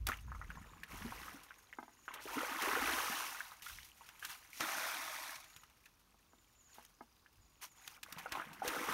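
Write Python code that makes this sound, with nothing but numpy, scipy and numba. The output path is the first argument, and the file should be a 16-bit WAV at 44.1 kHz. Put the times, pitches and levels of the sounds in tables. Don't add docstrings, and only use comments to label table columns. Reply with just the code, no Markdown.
import sys
import numpy as np
from scipy import signal
from scipy.fft import rfft, irfft
from scipy.io import wavfile
from scipy.ndimage import uniform_filter1d
from numba import njit

SR = 44100
rng = np.random.default_rng(int(sys.argv[2]) if len(sys.argv) > 2 else 0)


def file_out(sig):
    cols = np.atleast_2d(sig).T
    lim = np.clip(cols, -1, 1)
    pcm = np.round(lim * 32767).astype(np.int16)
    wavfile.write(sys.argv[1], SR, pcm)


N = 394186
TIME = np.arange(N) / SR

# start_s, attack_s, hold_s, release_s, bubbles_db, air_pockets_db, spray_db
SURGES = [(.064, .008, 0.014, .11, -47.5, -58.5, -53), (.17, .22, .33, 0.53, -62.5, -72, -71.5),
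          (0.872, 0.041, 0.3393, .36, -54, -65.5, -58.5), (1.4, 0.093, 0.512, 4, -73.5, -81.5, -74.5),
          (2.079, 0.0047, .11, 0.05, -52, -63, -71.5), (2.187, 0.0365, 0.08, 0.77, -63, -74.5, -56.5),
          (2.23, 0.133, 0.252, 0.2925, -44, -56, -52), (2.57, .06, 0.2775, 0.3444, -38.8, -49, -47.5),
          (2.749, 0.1744, .27, .35, -43, -62, -46), (3.615, .035, .05, .29, -62.5, -88, -54.5),
          (3.901, 0.1505, 0.423, 0.23, -67, -86, -65.5), (4.214, .015, .03, 0.075, -57, -84.5, -56),
          (4.275, .025, .012, .08, -51, -82, -51.5), (4.507, .06, .02, 0.114, -64, -75, -53.5),
          (4.594, .012, .018, .07, -39.5, -48, -45.5), (4.61, .08, .17, .55, -43, -59.5, -46.5),
          (4.97, 0.139, .21, .09, -52, -73, -53), (6.649, 0.129, 0.0126, .14, -67, -79, -65),
          (7.608, 0.0196, 0.0124, .04, -54, -72, -50.5), (7.693, .15, .3, -0.05, -65.5, -83, -64),
          (8.029, .06, .51, 0.9, -57.5, -69, -66), (8.168, 0.0135, 0.0105, .07, -52, -68, -68.5),
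          (8.308, .012, .06, .1, -46, -58, -60.5), (8.618, .045, 0.23, .2, -43, -49, -51),
          (8.85, .04, .05, .1, -42.5, -60, -51)]
RELEASE_CURVE = 1.224
POCKET_RELEASE, SPRAY_RELEASE = 0.77, 1.14
REST_BUBBLE_DB, REST_POCKET_DB, REST_SPRAY_DB = -82, -87, -77.5
# frequency_hz, level_db
BUBBLE_COLOUR = [(300, -19.5), (550, -20), (800, -3.5), (1050, 3), (1500, 4), (2200, 2.5), (3000, 0),
                 (4200, -6.5), (7000, -71.5)]
# frequency_hz, level_db
SPRAY_COLOUR = [(300, -19), (800, -38), (2000, 2), (3300, -3.5), (4500, -3.5), (5900, 0.5), (7600, -4),
                (9200, -2), (12000, -1), (15500, -5)]
# start_s, level_db (peak of the main bubble), pitch_hz (at the start), ringing_cycles (27 dB fall)
PLOPS = [(.088, -27.5, 1280, 9), (.097, -29, 1190, 12), (.118, -27.5, 1620, 10), (.133, -34, 1920, 12),
         (.188, -46, 2540, 9), (.281, -50, 950, 10), (.318, -35, 1170, 6), (.348, -40, 1210, 10),
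         (.414, -36, 1260, 10), (.503, -36.5, 1460, 13), (.555, -45, 1590, 10), (.572, -44, 980, 11),
         (.648, -53, 1090, 7), (.833, -36.5, 1700, 14), (.93, -44, 195, 5), (1.022, -38.5, 1683, 8),
         (1.047, -36.5, 205, 7), (1.122, -35.5, 960, 6), (1.281, -39.5, 1190, 14), (1.342, -48, 266, 11),
         (1.507, -40.5, 1416, 10), (1.728, -37.5, 1830, 7), (2.08, -31, 1320, 4), (2.254, -40.5, 374, 6),
         (2.289, -41, 1320, 25), (2.367, -35.5, 273, 13), (2.381, -30, 1260, 18), (2.406, -30.5, 1260, 10),
         (2.431, -35, 526, 8), (2.448, -32, 1396, 10), (2.671, -39, 358, 14), (2.732, -27, 1230, 7),
         (2.752, -24, 1540, 6), (2.765, -34.5, 385, 8), (3.097, -45, 210, 6), (3.347, -39.5, 1320, 15),
         (3.405, -31.5, 1480, 14), (3.518, -42, 1140, 14), (3.664, -39.5, 1320, 23), (3.697, -41, 1430, 11),
         (3.786, -39, 1940, 8), (4.009, -47, 988, 10), (4.089, -47, 1420, 10), (4.226, -36.5, 1545, 17),
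         (4.247, -36.5, 1464, 10), (4.449, -49.5, 1930, 10), (5.634, -50, 1210, 8), (5.864, -52, 1580, 8),
         (7.261, -50, 1558, 8), (8.174, -41.5, 960, 5), (8.258, -35.5, 696, 5), (8.26, -37.5, 1390, 22),
         (8.352, -30, 1020, 5), (8.371, -33.5, 840, 5), (8.398, -29.5, 1250, 8), (8.419, -36, 1510, 14),
         (8.619, -31.5, 760, 28), (8.648, -36, 455, 7), (8.889, -29, 1115, 18), (8.928, -32, 1170, 15)]
# start_s, level_db (rms at the onset), t60_s, brightness_hz
SLAPS = [(.068, -26, 0.0317, 7000), (.087, -20.5, .011, 6000), (0.17, -47, 0.0254, 7000),
         (.833, -39.5, 0.0393, 2500), (2.138, -39, 0.063, 7000), (2.62, -28.5, 0.0355, 7000),
         (3.397, -29.5, 0.0092, 5000), (3.621, -42, 0.076, 5000), (3.83, -43.5, 0.0198, 3000),
         (3.888, -42, .006, 12000), (4.089, -42, 0.0227, 3500), (4.194, -42, .018, 6000),
         (4.249, -32, 0.0326, 5030), (4.295, -41, 0.0305, 5000), (4.605, -28, .035, 3500),
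         (5.355, -38.5, .06, 3200), (5.441, -49, 0.063, 3541), (5.562, -43, 0.0393, 3000),
         (5.635, -49, 0.0337, 2500), (5.698, -53, 0.0257, 3000), (5.856, -50, 0.053, 2980),
         (6.849, -43.5, 0.0171, 7000), (7.876, -33, 0.0235, 3994), (8.03, -34, .04, 4500),
         (8.124, -31.5, .026, 8000), (8.183, -38.5, 0.079, 3000), (8.32, -31, .045, 3000),
         (8.459, -39, .009, 3500), (8.53, -45, .04, 4000), (8.677, -26.5, 0.0463, 6000)]
# frequency_hz, level_db
SLAP_COLOUR = [(150, -4), (500, -18), (1100, -5), (2600, 4.5), (4500, 0.5), (6000, 2.5), (9000, 2),
               (15500, 7.5)]
# start_s, end_s
BEHIND_BANK_S = (4.56, 5.5)
# frequency_hz, level_db
BANK_COLOUR = [(90, -4), (170, 7.5), (250, -1), (345, 1), (455, -7), (620, 9), (800, 1.5), (1050, 0.5),
               (2400, 3.5), (2900, -3.5), (3600, 3), (6000, 1.5), (15000, 0)]
# start_s, level_db (relative), contact_brightness_hz
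KNOCKS = [(0.087, -27, 500), (1.786, -34.5, 1840), (1.828, -41.5, 1400), (1.88, -48.5, 1400),
          (6.143, -54.5, 700), (6.333, -52.5, 1095), (6.783, -45, 1182), (7.008, -37.5, 1111)]
# pitch_hz, level_db (relative), t60_s
BUCKET = [(237.4, -7.5, 0.0865), (367, 1, 0.0235), (672, -6, 0.0457), (828.4, 3, 0.0347), (954, 7, 0.023),
          (1234, 2.5, 0.0286), (1590, 3.5, 0.0242), (2100, -4.5, 0.055)]
# start_s, end_s, level_db (at the middle)
DIPS = [(0.08, 1.5, -60.5), (8.0, 9.3, -58.5)]
# start_s, end_s, spacing_s, pitch_hz (mid-note), level_db (relative)
TWITTER = [(.205, .55, .062, 6520, -67.5), (0.567, .81, 0.0432, 7000, -67.5),
           (1.567, 1.7, 0.054, 6610, -70.5), (1.722, 1.89, 0.0432, 6800, -71),
           (1.91, 2.12, 0.0557, 6770, -62.5), (3.919, 4.4, 0.039, 6910, -70),
           (5.431, 5.59, 0.0474, 6870, -62), (6.287, 6.57, 0.043, 6960, -69.5),
           (6.576, 6.73, .061, 6837, -60), (6.88, 7.5, 0.0337, 4946, -76),
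           (7.404, 7.65, 0.0404, 6870, -69.5), (7.691, 7.85, 0.064, 6770, -60)]
# start_s, attack_s, hold_s, release_s, level_db
GUSTS = [(0, 0.0082, 0.041, 0.1325, -41.5), (0.114, 0.163, 0.049, 0.4943, -47.5),
         (0.883, 0.058, 0.159, 0.2871, -55), (2.15, 0.115, 0.048, 0.34, -69.5),
         (2.6, 0.254, .03, 0.28, -59), (3.663, .07, 0.0314, 0.15, -60.5), (7.35, 0.0275, 0.024, 0.22, -67),
         (8.8, 0.092, .03, .08, -67)]
LULL_DB = -77.5
# frequency_hz, level_db
FIELD = [(20, -11.5), (55, -3), (100, -1), (200, -2), (320, -4.5), (550, -12), (1100, -5), (2000, -18),
         (4000, -14.5), (6500, -16.5), (8000, -22), (15500, -20)]
FIELD_DB = -74
# frequency_hz, width_hz, depth (0-1)
PORT_DIPS = [(4978, 127, 0.4), (7700, 800, 0.37), (10466, 250, 0.9)]
TOP_HZ = 15700


def stirring():
    bubbles = undb(REST_BUBBLE_DB) ** 2
    pockets = undb(REST_POCKET_DB) ** 2
    drops = undb(REST_SPRAY_DB) ** 2
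    for s, attack, hold, release, bubble_db, pocket_db, spray_db in SURGES:
        bubbles = bubbles + (undb(bubble_db) * swell(s, attack, hold, release)) ** 2
        pockets = pockets + (undb(pocket_db) * swell(s, attack, hold, release * POCKET_RELEASE)) ** 2
        drops = drops + (undb(spray_db) * swell(s, attack, hold, release * SPRAY_RELEASE)) ** 2
    return 10 * np.log10([bubbles, pockets, drops])


def churn(bubble_db, pocket_db, spray_db):
    gush = np.clip((spray_db + 73) / 13, .3, .97)
    few = cloud(count=4600, low_hz=550, high_hz=3800, cycles=8, spread_db=5, glide=.2)
    few = steady(colour(few, BUBBLE_COLOUR), 0.058)
    many = cloud(count=26000, low_hz=486.47, high_hz=4573, cycles=12.13, spread_db=4.0, glide=0.27)
    many = steady(colour(many, BUBBLE_COLOUR), 0.0286)
    many = many * undb(1.31 * clumps(0.0072) - 0.7949)
    pockets = cloud(count=1700, low_hz=243, high_hz=610, cycles=4.59, spread_db=5.0, glide=0.228)
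    highpass = signal.butter(3, 200, "high", fs=SR, output="sos")
    pockets = steady(signal.sosfilt(highpass, pockets), 0.04)
    bubbles = np.sqrt(1 - gush) * few + np.sqrt(gush) * many
    return bubbles * undb(bubble_db) + pockets * undb(pocket_db)


def spray(spray_db):
    gush = np.clip((spray_db + 69) / 19, .3, .92)
    burst = np.exp(-TIME[:SR // 40] / 0.0068)
    spatter_power = signal.oaconvolve(ticks(330, 6.75) ** 2, burst)[:N]
    spatter = np.sqrt(np.abs(spatter_power)) * rng.standard_normal(N)
    pings = cloud(count=3600, low_hz=2200, high_hz=11000, cycles=13, spread_db=5, glide=.12)
    fizz = cloud(count=26000, low_hz=2474.6, high_hz=13450, cycles=28, spread_db=2.5, glide=0.183)
    sparse = steady(spatter, 0.154) + undb(-3.5) * steady(pings, 0.27)
    dense = steady(ticks(7000, 4.61), 0.15) + undb(-4.0) * steady(fizz, 0.047)
    mixed = np.sqrt(1 - gush) * sparse + np.sqrt(gush) * dense
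    return colour(mixed, SPRAY_COLOUR) * undb(spray_db)


def plops():
    s, db, hz, cycles = np.transpose(PLOPS)
    out = ring_bubbles(s.copy(), hz.copy(), cycles.copy(), undb(db), np.full(len(s), .2), 1.136)
    for _ in range(3):
        lag, pitch, rise = rng.random((len(s), 3)).T
        satellite_hz = hz * 2 ** (1.3 * pitch - .45)
        out += ring_bubbles(s + 0.01 * lag, satellite_hz, cycles.copy(), undb(db - 10.0), 0.521 * rise, 1.51)
    return out


def slaps():
    out, t = np.zeros(N), TIME[:SR // 8]
    for s, db, t60, bright_hz in SLAPS:
        lumps = np.repeat(rng.uniform(-1, 1, len(t)), 24)[:len(t)]
        burst = rng.standard_normal(len(t)) * undb(6.5 * lumps)
        lowpass = signal.butter(1, min(bright_hz, SR / 3), fs=SR)
        burst = signal.lfilter(*lowpass, burst)
        onset = 1 - np.exp(-t / .001)
        add(out, s, burst / np.std(burst) * undb(db - 60 * t / t60) * onset)
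    return colour(out, SLAP_COLOUR)


def behind_bank(water):
    start, end = BEHIND_BANK_S
    far = uniform_filter1d(1. * ((TIME > start) & (TIME < end)), size=1500)
    return water * (1 - far) + colour(water * far, BANK_COLOUR)


def knocks():
    out, t = np.zeros(N), TIME[:SR // 5]
    for s, db, bright_hz in KNOCKS:
        ring = 0
        for hz, mode_db, t60 in BUCKET:
            softness = np.hypot(1, (hz / bright_hz) ** 2)
            struck = undb(mode_db + 0.5 * rng.standard_normal() - 60 * t / t60) / softness
            mode_hz = hz * (1 + 0.0165 * rng.standard_normal())
            ring = ring + struck * np.sin(2 * np.pi * (mode_hz * t + rng.random()))
        add(out, s, ring * undb(db - 6.5) * (1 - np.exp(-t / 0.001)))
    return out


def boom():
    air = cloud(count=500, low_hz=152, high_hz=212, cycles=7.3, spread_db=7, glide=0.263)
    air = steady(air, 0.446)
    out = np.zeros(N)
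    for start, end, db in DIPS:
        progress = np.clip((TIME - start) / (end - start), 0, 1)
        out += air * undb(db) * np.sin(np.pi * progress)
    return out


def birds():
    out = np.zeros(N)
    for start, end, spacing, hz, db in TWITTER:
        for s in np.arange(start, end, spacing):
            u = np.linspace(0, 1, int(.9 * spacing * SR))
            late, sharp, loud = rng.standard_normal(3)
            quaver = uniform_filter1d(rng.standard_normal(SR // 8), size=40)[:len(u)]
            pitch = hz * (1 + .008 * sharp + 2.8 * spacing * (.5 - u) + .08 * quaver)
            tone = np.sin(2 * np.pi * np.cumsum(pitch) / SR)
            add(out, s + .003 * late, tone * np.sin(np.pi * u) * undb(db - 4.5 + 2 * loud))
    return out


def breeze():
    rumble = [(20, -26.5), (36, -1), (56, -0.5), (80, -4.5), (120, -15.0), (250, -33), (1000, -79.5)]
    eddies = colour(rng.standard_normal(N + SR), rumble)[SR:]
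    power = undb(LULL_DB) ** 2
    for s, attack, hold, release, db in GUSTS:
        power = power + (undb(db) * swell(s, attack, hold, release)) ** 2
    return steady(eddies, 0.0444) * np.sqrt(power)


def open_field():
    return colour(rng.standard_normal(N), FIELD) * undb(FIELD_DB)


def scatter(x, t60, wet_db):
    t = TIME[:SR // 2]
    tail = colour(rng.standard_normal(len(t)), [(200, 6.0), (2000, 0), (12000, -10.5)])
    tail = tail * undb(-60 * t / t60) * (t > .004)
    return x + undb(wet_db) * signal.oaconvolve(x, tail / np.linalg.norm(tail))[:N]


@njit
def ring_bubbles(times, hz, cycles, size, glide, swell):
    out = np.zeros(N)
    for k in range(len(times)):
        start, life = max(int(times[k] * SR), 0), cycles[k] * SR / hz[k]
        phase, gain, fade = 0., size[k], np.exp(-np.pi / life)
        for i in range(min(int(2 * life + swell * SR / hz[k]), N - start)):
            phase += 2 * np.pi * hz[k] / SR * (1 + glide[k] * i / life)
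            opening = phase / (2 * np.pi * swell)
            if opening < 1:
                out[start + i] += gain * opening * opening * (3 - 2 * opening) * np.sin(phase)
            else:
                gain *= fade
                out[start + i] += gain * np.sin(phase)
    return out


def cloud(count, low_hz, high_hz, cycles, spread_db, glide):
    when, pitch, life, loud, rise = rng.random((count, 5)).T
    hz = low_hz * (high_hz / low_hz) ** pitch
    size = undb(-spread_db * np.log(1 - .99 * loud))
    return ring_bubbles(when * N / SR, hz, cycles * 2 ** (2 * life - 1), size, glide * rise, 0.915)


def ticks(per_second, spread_db):
    chance, loud, sign = rng.random((3, N))
    size = undb(-spread_db * np.log(1 - .99 * loud))
    return (chance < per_second / SR) * size * np.sign(sign - .5)


def clumps(span):
    size = int(span * SR) + 1
    drift = uniform_filter1d(uniform_filter1d(rng.standard_normal(N), size), size)
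    return np.clip(drift / np.std(drift), -2, 2)


def swell(start, attack, hold, release):
    out, t = np.zeros(N), TIME[:int((attack + hold + 3 * release) * SR)]
    falling = np.maximum(t - attack - hold, 0) / release
    add(out, start, np.minimum(t / attack, 1) * undb(-20 * falling ** RELEASE_CURVE))
    return out


def undb(db):
    return 10 ** (np.asarray(db) / 20)


def colour(x, points):
    hz, db = np.transpose(points)
    size = 2048
    grid = np.log(np.fft.rfftfreq(size, 1 / SR) + 1)
    log_gain = np.log(undb(np.interp(grid, np.log(hz), db)))
    cepstrum = irfft(log_gain)
    cepstrum[1:size // 2] *= 2
    cepstrum[size // 2 + 1:] = 0
    response = irfft(np.exp(rfft(cepstrum)))
    return signal.oaconvolve(x, response / np.linalg.norm(response))[:len(x)]


def steady(x, span):
    size = int(span * SR) + 1
    power = uniform_filter1d(uniform_filter1d(x * x, size), size)
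    return x / np.sqrt(np.abs(power) + np.mean(x * x) / 20)


def add(out, s, sound):
    start = max(int(s * SR), 0)
    out[start:start + len(sound)] += sound[:max(N - start, 0)]


def scene():
    bubble_db, pocket_db, spray_db = stirring()
    water = churn(bubble_db, pocket_db, spray_db) + spray(spray_db) + plops() + slaps()
    bucket = knocks() + boom()
    near = scatter(behind_bank(water) + bucket, t60=0.085, wet_db=-16.5)
    far_birds = scatter(birds(), t60=.35, wet_db=-2)
    return (near + far_birds + breeze() + open_field())[None]


def record(dry):
    for hz, width_hz, depth in PORT_DIPS:
        notched = signal.lfilter(*signal.iirnotch(hz, hz / width_hz, fs=SR), dry)
        dry = dry + depth * (notched - dry)
    lowpass = signal.ellip(10, .2, 70, TOP_HZ, fs=SR, output="sos")
    return signal.sosfilt(lowpass, dry)


dry = scene()
out = record(dry)
file_out(out)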